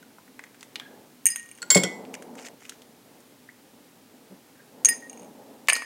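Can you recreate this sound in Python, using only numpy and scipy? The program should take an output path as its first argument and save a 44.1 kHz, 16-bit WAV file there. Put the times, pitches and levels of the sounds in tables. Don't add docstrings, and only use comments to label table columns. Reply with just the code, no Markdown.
import sys
import numpy as np
from scipy import signal
from scipy.fft import rfft, irfft
from scipy.io import wavfile
from scipy.ndimage import uniform_filter1d

SR = 44100
rng = np.random.default_rng(int(sys.argv[2]) if len(sys.argv) > 2 else 0)


def transcribe(u):
    v = np.clip(np.atleast_2d(u).T, -1, 1)
    q = np.round(v * 32767).astype(np.int16)
    wavfile.write(sys.argv[1], SR, q)


N = 257980


def undb(db):
    return 10 ** (np.asarray(db) / 20)


def unit(x):
    return x / np.sqrt(np.mean(x ** 2))


def decay(t, t60_s):
    return np.exp(-np.log(1000) * t / t60_s)


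def coloured(spectrum):
    hz, db = np.transpose(spectrum)
    f = np.fft.rfftfreq(N, 1 / SR) + 1
    shape = undb(np.interp(np.log(f), np.log(hz), db))
    return unit(irfft(rfft(rng.standard_normal(N)) * shape, N))


def band(x, hz, width_hz):
    b, a = signal.iirpeak(hz, hz / width_hz, fs=SR)
    return signal.lfilter(b, a, x)


def highpass(x, hz):
    return signal.sosfilt(signal.butter(4, hz, "highpass", fs=SR, output="sos"), x)


def walk(rate):
    hold = int(SR / rate)
    steps = np.repeat(rng.standard_normal(N // hold + 1), hold)
    return 0.79 * uniform_filter1d(uniform_filter1d(steps, hold), hold)[:N]


def gain(curve):
    return undb(np.interp(np.arange(N) / SR, *np.transpose(curve)))


def add(out, start_s, x):
    i = int(start_s * SR)
    out[i:i + len(x)] += x[:N - i]


def struck(blows, modes, scatter_db, touch_db, contact_s, ring_share):
    hz, mode_db, t60_s = np.array(modes).T[:, :, None]
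    octave = np.log2(hz / np.exp(np.log(hz).mean()))
    starts = np.array([blow[0] for blow in blows])
    chance = rng.standard_normal((len(blows), 2, len(modes), 1))
    ring_s = t60_s * ring_share
    t = np.arange(int(ring_s.max() * SR)) / SR
    out = np.zeros(N)
    for (start_s, peak_db, tilt_db, *lowest_db), (scatter, drift) in zip(blows, chance):
        since_later = start_s + t - starts[starts > start_s, None]
        later_contacts = np.clip(since_later / 0.00056, 0, 1).sum(0)
        attack = np.sin(np.pi / 2 * np.minimum(t / contact_s, 1)) ** 2
        level_db = peak_db + mode_db + tilt_db * octave + scatter_db * scatter
        level_db = level_db + sum(lowest_db) * (hz == hz.min())
        wave = np.sin(2 * np.pi * hz * (1 + drift / 1000) * t)
        ringing = (undb(level_db) * decay(t, ring_s) * wave).sum(0)
        add(out, start_s, attack * undb(-touch_db * later_contacts) * ringing)
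    return out


def chatter(blows, modes, blur, start_db, quick_t60_s, linger_db, slow_t60_s):
    power, t = np.zeros(N), np.arange(SR // 2) / SR
    fade = undb(start_db - 60 * t / quick_t60_s) + undb(linger_db - 60 * t / slow_t60_s)
    for start_s, peak_db, *_ in blows:
        add(power, start_s, (undb(peak_db) * fade) ** 2)
    grains = rng.standard_normal(N) * undb(3.7 * walk(400))
    body = np.zeros(N)
    for k, (hz, mode_db, _) in enumerate(modes):
        sign = (-1) ** k
        body += sign * undb(.5 * mode_db) * band(grains, hz, blur * hz)
    return unit(body) * np.sqrt(power)


def strokes(rows, fade_db_s, edge_s):
    t = np.arange(N) / SR

    def ramp(u):
        return np.clip(u / edge_s + .5, 0, 1) ** 2

    out = np.zeros(N)
    for start_s, length_s, level_db in rows:
        fade_db = fade_db_s * np.clip(t - start_s, 0, length_s)
        out += undb(level_db - fade_db) * ramp(t - start_s) * ramp(start_s + length_s - t)
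    return out


# pitch_hz, level_db_per_hz
ROOM_COLOUR = [(20, -29.5), (45, -26.5), (85, -22.5), (110, -10.5), (210, -7), (255, -0.5), (330, -8.5),
               (640, -16.5), (1330, -18.5), (2300, -20.5), (6000, -24), (13500, -25.5), (16000, -27.5)]
ROOM_DB = -55.5


def room_tone():
    return coloured(ROOM_COLOUR) * undb(ROOM_DB + 0.34 * walk(7.1))


# time_s, level_db
SLEEVE_LEVEL = [(0.0, -60.5), (0.41, -60), (0.58, -63), (0.93, -51.5), (1.07, -60.5), (1.42, -94),
                (1.65, -52.5), (1.92, -43.5), (2.51, -48), (2.61, -60), (2.88, -56), (3.32, -63.5),
                (4.69, -59.5), (4.77, -52.5), (5.31, -48.5), (5.75, -51), (5.85, -64)]
# pitch_hz, level_db_per_hz
CLOTH_COLOUR = [(59, -54), (100, -28), (250, 1.5), (348, -7.5), (446, -2), (671, -8.5), (881, -7.5),
                (1090, -19.5), (1500, -29), (1950, -32), (3300, -56)]


def sleeve_drag():
    return coloured(CLOTH_COLOUR) * undb(3.5 * walk(25)) * gain(SLEEVE_LEVEL)


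# start_s, length_s, level_db
SLIDE_STROKES = [(.805, 0.166, -51), (4.55, 0.15, -57)]
SLIDE_HZ, SLIDE_WIDTH_HZ = 1647, 99
SLIDE_FADE_DB_S, SLIDE_EDGE_S = 83, 0.01


def sliding_part():
    squeak = unit(band(rng.standard_normal(N), SLIDE_HZ, SLIDE_WIDTH_HZ))
    return squeak * undb(4.4 * walk(62)) * strokes(SLIDE_STROKES, SLIDE_FADE_DB_S, SLIDE_EDGE_S)


# start_s, length_s, level_db
GLOVE_STROKES = [(.59, 0.068, -56.5), (2.135, 0.027, -41.5), (2.37, 0.076, -49), (2.445, 0.045, -44.5),
                 (2.6, 0.15, -56.5)]
RUSTLE_FADE_DB_S, RUSTLE_EDGE_S = 15, 0.015


def glove_rustle():
    grains = rng.standard_normal(N) * undb(9.3 * walk(450))
    bright = band(band(grains, 4500, 2600), 6800, 2500)
    middle = 1.05 * band(grains, 2100, 1300)
    return unit(bright + middle) * strokes(GLOVE_STROKES, RUSTLE_FADE_DB_S, RUSTLE_EDGE_S)


# start_s, level_db, starting_pitch_hz
GLIDING_TICKS = [(3.4892, -28.5, 1670), (3.496, -35, 1820)]
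GLIDE_HZ_S, GLIDE_ATTACK_S = 90000, 0.0014


def gliding_ticks():
    out, t = np.zeros(N), np.arange(600) / SR
    swell = t / GLIDE_ATTACK_S * np.exp(-t / GLIDE_ATTACK_S)
    for start_s, level_db, hz in GLIDING_TICKS:
        glide = np.sin(2 * np.pi * (hz + GLIDE_HZ_S * t / 2) * t)
        add(out, start_s, undb(level_db) * swell * glide)
    return out


# start_s, peak_db, tilt_db_per_octave
BENCH_BLOWS = [(1.710, -32, 6), (1.7575, -10, -2), (1.770, -32, 25), (1.836, -21, -6), (2.14, -53.5, 7),
               (4.305, -46, -8), (4.32, -44, -4.5), (5.21, -46.5, -1)]
# pitch_hz, level_db, t60_s
BENCH_MODES = [(132, -15.5, 0.16), (184.2, -2.5, 0.24), (247, -9.5, .12), (323.4, -2.5, .13),
               (409, 1, 0.083), (437, -4, .2), (500.5, -3.5, .08), (560, 2, .08), (580, -6.5, 0.0702),
               (673, -10.5, 0.04), (740, -17.5, 0.092), (1000, -30, 0.036)]


def bench_thuds():
    thuds = struck(BENCH_BLOWS, BENCH_MODES, scatter_db=1.3, touch_db=1.7, contact_s=0.0026, ring_share=.6)
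    loose = chatter(BENCH_BLOWS, BENCH_MODES, blur=.15, start_db=-11.5, quick_t60_s=.2,
                    linger_db=-25.5, slow_t60_s=0.95)
    return highpass(thuds + loose, 135)


# start_s, peak_db, centre_hz, treble_db, width_share
PART_TICKS = [(0.0273, -40, 1460, -6, 0.31), (0.105, -49, 1240, -13, 0.63), (0.184, -39.5, 1000, -16, 0.45),
              (0.279, -44, 1670, -12, 0.3), (0.393, -29, 1830, -9, 0.35), (0.4387, -32.5, 1850, -5, 0.4),
              (0.467, -44, 1830, -16, 0.87), (0.5453, -40.5, 1750, -6, .9), (0.609, -36, 4470, -2, .7),
              (0.629, -29, 2100, -1.5, 1), (0.7574, -16.5, 3080, -22, 0.63), (0.7985, -23, 3250, -30, 0.13),
              (1.3597, -23.5, 2100, -10, 0.63), (1.586, -39.5, 1910, 1, .7), (1.6271, -28, 1680, 5.5, 0.52),
              (1.836, -12, 3230, 1.5, 0.25), (2.0515, -35, 2440, -16, 0.81), (2.141, -25, 2350, 0, 0.38),
              (2.2235, -34, 1460, 2, 1), (2.354, -38, 1110, 3, .95), (2.3823, -36, 2350, -16, 0.5),
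              (2.39, -30.5, 2280, -10, .85), (2.4165, -45, 1840, 8, .8), (2.4483, -34, 2040, -5, .9),
              (2.4675, -29, 3780, -25, .6), (2.621, -40.5, 1020, -15, 0.77), (2.6524, -33.5, 2430, -7, .9),
              (2.6947, -26.5, 3200, 5.5, 1), (2.7213, -37, 1580, -18, .4), (2.8197, -37, 3263, -3.5, 1),
              (3.2048, -54, 1106, 11.5, .7), (4.8477, -18, 1580, 9, 1), (4.887, -18.5, 1970, 7, 0.46),
              (5.673, -33.5, 2990, 0, 0.56), (5.6851, -12, 2360, 2.5, 0.89), (5.6995, -5.5, 2350, -9, 0.33),
              (5.7534, -17, 4370, -6, 0.18), (5.764, -19, 1650, 1.5, 1)]
TICK_T60_S = 0.03


def ticks():
    out, t = np.zeros(N), np.arange(3000) / SR
    chance = rng.standard_normal((len(PART_TICKS), 2, len(t)))
    for (start_s, peak_db, hz, treble_db, width_share), noise in zip(PART_TICKS, chance):
        burst = noise * decay(t, TICK_T60_S) + 9 * (t == 0)
        width_hz = width_share * hz
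        main = band(band(burst[0], hz, width_hz), hz, 1.5 * width_hz)
        body = main + 0.4 * band(burst[0], 0.61 * hz, .5 * hz)
        treble = band(band(burst[1], 7000, 4490), 7000, 4490)
        mix = body / np.abs(body).max() + undb(treble_db) * treble / np.abs(treble).max()
        add(out, start_s, undb(peak_db) * mix)
    return out


# start_s, peak_db, tilt_db_per_octave
CASTING_KNOCKS = [(5.685, -4, -0.5), (5.688, -7.5, 10.5), (5.700, -18, 21), (5.724, -24.5, -10),
                  (5.755, -26, 6), (5.764, -28.5, -12.5), (5.821, -27.5, -8)]
# pitch_hz, level_db, t60_s
CASTING_MODES = [(645, -7, 0.0053), (1077, -4.5, 0.0065), (1370, -23, 0.013), (1754, -11, 0.12),
                 (2250, -0.5, 0.019), (2524, -3, 0.015), (2890, -19, 0.048), (4560, -21.5, 0.012),
                 (8220, -35.5, 0.026), (10800, -41.5, 0.012)]


def casting_knocks():
    knocks = struck(CASTING_KNOCKS, CASTING_MODES, scatter_db=4.9, touch_db=2.6, contact_s=0.0008, ring_share=0.89)
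    loose = chatter(CASTING_KNOCKS, CASTING_MODES, blur=0.11, start_db=-16.5, quick_t60_s=0.049,
                    linger_db=-37.5, slow_t60_s=0.94)
    return knocks + loose


# start_s, peak_db, tilt_db_per_octave, lowest_mode_db
PLIER_FALLS = [(1.7031, -5.5, -12.5, -22), (1.7075, -8.5, -9, -22), (1.718, -18, 16, -14),
               (1.7465, -14, -16.5, -17), (1.751, -8, 0, -20), (1.7575, -32, 11, -10),
               (1.766, -15, -3.5, 9.5), (1.773, -14.5, -10, -6), (1.782, -33, 16, -9), (1.8343, -38, 7, -7),
               (1.850, -30, -6, 4)]
# pitch_hz, level_db, t60_s
PLIER_MODES = [(2185, -19, .45), (4445, -18, .065), (5114, -15, .035), (6767, -15, .06), (7550, -10, .06),
               (7393, -2, .22), (7940, -8.5, .04), (9310, -24, 0.18), (10760, -20.5, .05),
               (11080, -18.5, .1), (11700, -27, .08), (13740, -38.5, .1), (15498, -24.5, .15)]
# start_s, peak_db, tilt_db_per_octave
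JAW_TOUCHES = [(1.6195, -30.5, 6), (1.628, -31, -1.5)]
# pitch_hz, level_db, t60_s
HANDLE_MODES = [(1428, -1.5, 0.064), (4380, -0.5, 0.035), (7740, -1, 0.028)]
# start_s, peak_db, tilt_db_per_octave
HALF_SLAPS = [(1.8345, -25.5, 8), (1.848, -33, -4.5)]
# pitch_hz, level_db, t60_s
HALF_MODES = [(1460, -5.5, 0.077), (2012, -2.5, 0.36), (3230, -1, 0.065), (4350, -14, 0.28),
              (5490, -9.5, 0.16), (5654, -14, 0.23)]


def pliers():
    falls = struck(PLIER_FALLS, PLIER_MODES, scatter_db=1.8, touch_db=2.1, contact_s=.0003, ring_share=.8)
    touches = struck(JAW_TOUCHES, HANDLE_MODES, scatter_db=1.3, touch_db=3, contact_s=0.0003, ring_share=.9)
    slaps = struck(HALF_SLAPS, HALF_MODES, scatter_db=0.93, touch_db=6.2, contact_s=0.00051, ring_share=0.88)
    low_mode = CASTING_MODES[1:2]
    loose_modes = PLIER_MODES[:10] + HALF_MODES + low_mode
    loose = chatter(PLIER_FALLS + HALF_SLAPS, loose_modes, blur=0.055, start_db=-12, quick_t60_s=0.079,
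                    linger_db=-36.5, slow_t60_s=0.63)
    return falls + touches + slaps + loose


# start_s, peak_db, tilt_db_per_octave, lowest_mode_db
SPANNER_TAPS = [(1.258, -42, 4, 18), (1.268, -41, 5.5, 14), (1.302, -21, 0.5, -17), (1.345, -57, 9, 7),
                (1.368, -51.5, 1.6, 15.5), (4.862, -45.5, 3.5, 10), (4.877, -45, 1, 13.5),
                (4.888, -15, 7.5, 3), (4.933, -48, 5, -22), (4.96, -52, 1, -19), (5.024, -53, 5.5, 21),
                (5.075, -56, 0.5, 1), (5.686, -27.5, 5, -2.5), (5.724, -23, -2.5, -8),
                (5.821, -37, -11, -20)]
# pitch_hz, level_db, t60_s
SPANNER_MODES = [(1868, 0, .5), (5017, -11.5, .28), (9277, -1.5, .1), (13540, -18, .09)]


def spanner_taps():
    return struck(SPANNER_TAPS, SPANNER_MODES, scatter_db=0.89, touch_db=18, contact_s=0.00051, ring_share=0.81)


# start_s, peak_db, tilt_db_per_octave
SOCKET_CLINKS = [(1.256, -2, 26), (1.2607, -18, 0), (1.2663, -0.5, 27), (1.2717, -13.5, 0),
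                 (1.2864, -14.5, 16), (1.3194, -26, 4), (1.3593, -15.5, 23), (1.3814, -34, -2),
                 (1.3963, -28.5, 13), (1.4296, -38, 7), (1.4596, -39, 23), (1.4895, -39, 9),
                 (1.5138, -32, 21), (1.5509, -41, 15), (1.5765, -42, 11), (4.8488, -5, -9),
                 (4.8562, -6.5, -13), (4.8714, -26, -1), (4.9264, -33, -11), (4.9583, -40, -11),
                 (5.0968, -32, -4), (5.1302, -35.5, 5), (5.1745, -42.5, -8), (5.1961, -43, -11),
                 (5.2195, -45, -3), (5.2314, -45.5, 1), (5.2454, -49.5, -10.5), (5.6959, -9.5, 21),
                 (5.7004, -15, 10), (5.712, -31, -2), (5.7321, -7.5, 21), (5.7534, -33, -5),
                 (5.7678, -20.5, 16), (5.8202, -42, -9)]
# pitch_hz, level_db, t60_s
SOCKET_MODES = [(6470, -5, 0.04), (6540, -15.5, .06), (6950, -17.5, 0.045), (8840, -9.5, .035),
                (8970, -5, 0.029), (11500, -39.5, 0.017), (12790, -38, 0.018), (12960, -36, .06)]
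# pitch_hz, level_db, t60_s
SEAT_MODES = [(2350, 1.5, 0.018), (2820, -3.5, 0.044)]
SEAT_DB, SEAT_DB_PER_DB = -24, 0.66


def socket_clinks():
    jolts = [(start_s, SEAT_DB + SEAT_DB_PER_DB * peak_db, 0) for start_s, peak_db, _ in SOCKET_CLINKS]
    clinks = struck(SOCKET_CLINKS, SOCKET_MODES, scatter_db=1.5, touch_db=12, contact_s=.0003, ring_share=.9)
    seat = struck(jolts, SEAT_MODES, scatter_db=3, touch_db=3, contact_s=0.00067, ring_share=.9)
    loose_part = chatter(SOCKET_CLINKS, SOCKET_MODES, blur=.025, start_db=-29.5, quick_t60_s=0.13,
                         linger_db=-46, slow_t60_s=.7)
    loose_seat = chatter(jolts, SEAT_MODES, blur=.2, start_db=-18.5, quick_t60_s=.1,
                         linger_db=-35, slow_t60_s=.4)
    return clinks + seat + loose_part + loose_seat


TAIL_T60_S, TAIL_DB = 0.31, -15


def tail(hits):
    t = np.arange(int(.5 * SR)) / SR
    wash = band(rng.standard_normal(len(t)), 2000, 6000) * decay(t, TAIL_T60_S)
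    wash /= np.sqrt(np.sum(wash ** 2))
    return signal.fftconvolve(hits, wash)[:N] * undb(TAIL_DB)


def scene():
    rubbing = sleeve_drag() + sliding_part() + glove_rustle()
    small_parts = gliding_ticks() + ticks() + casting_knocks() + pliers() + spanner_taps() + socket_clinks()
    hits = bench_thuds() + highpass(small_parts, 480)
    return (room_tone() + rubbing + hits + tail(hits))[None]


TOP_HZ = 16000


def record(dry):
    clipped = np.clip(dry, -.93, .93)
    return signal.sosfilt(signal.ellip(12, .2, 90, TOP_HZ, fs=SR, output="sos"), clipped)


dry = scene()
out = record(dry)
transcribe(out)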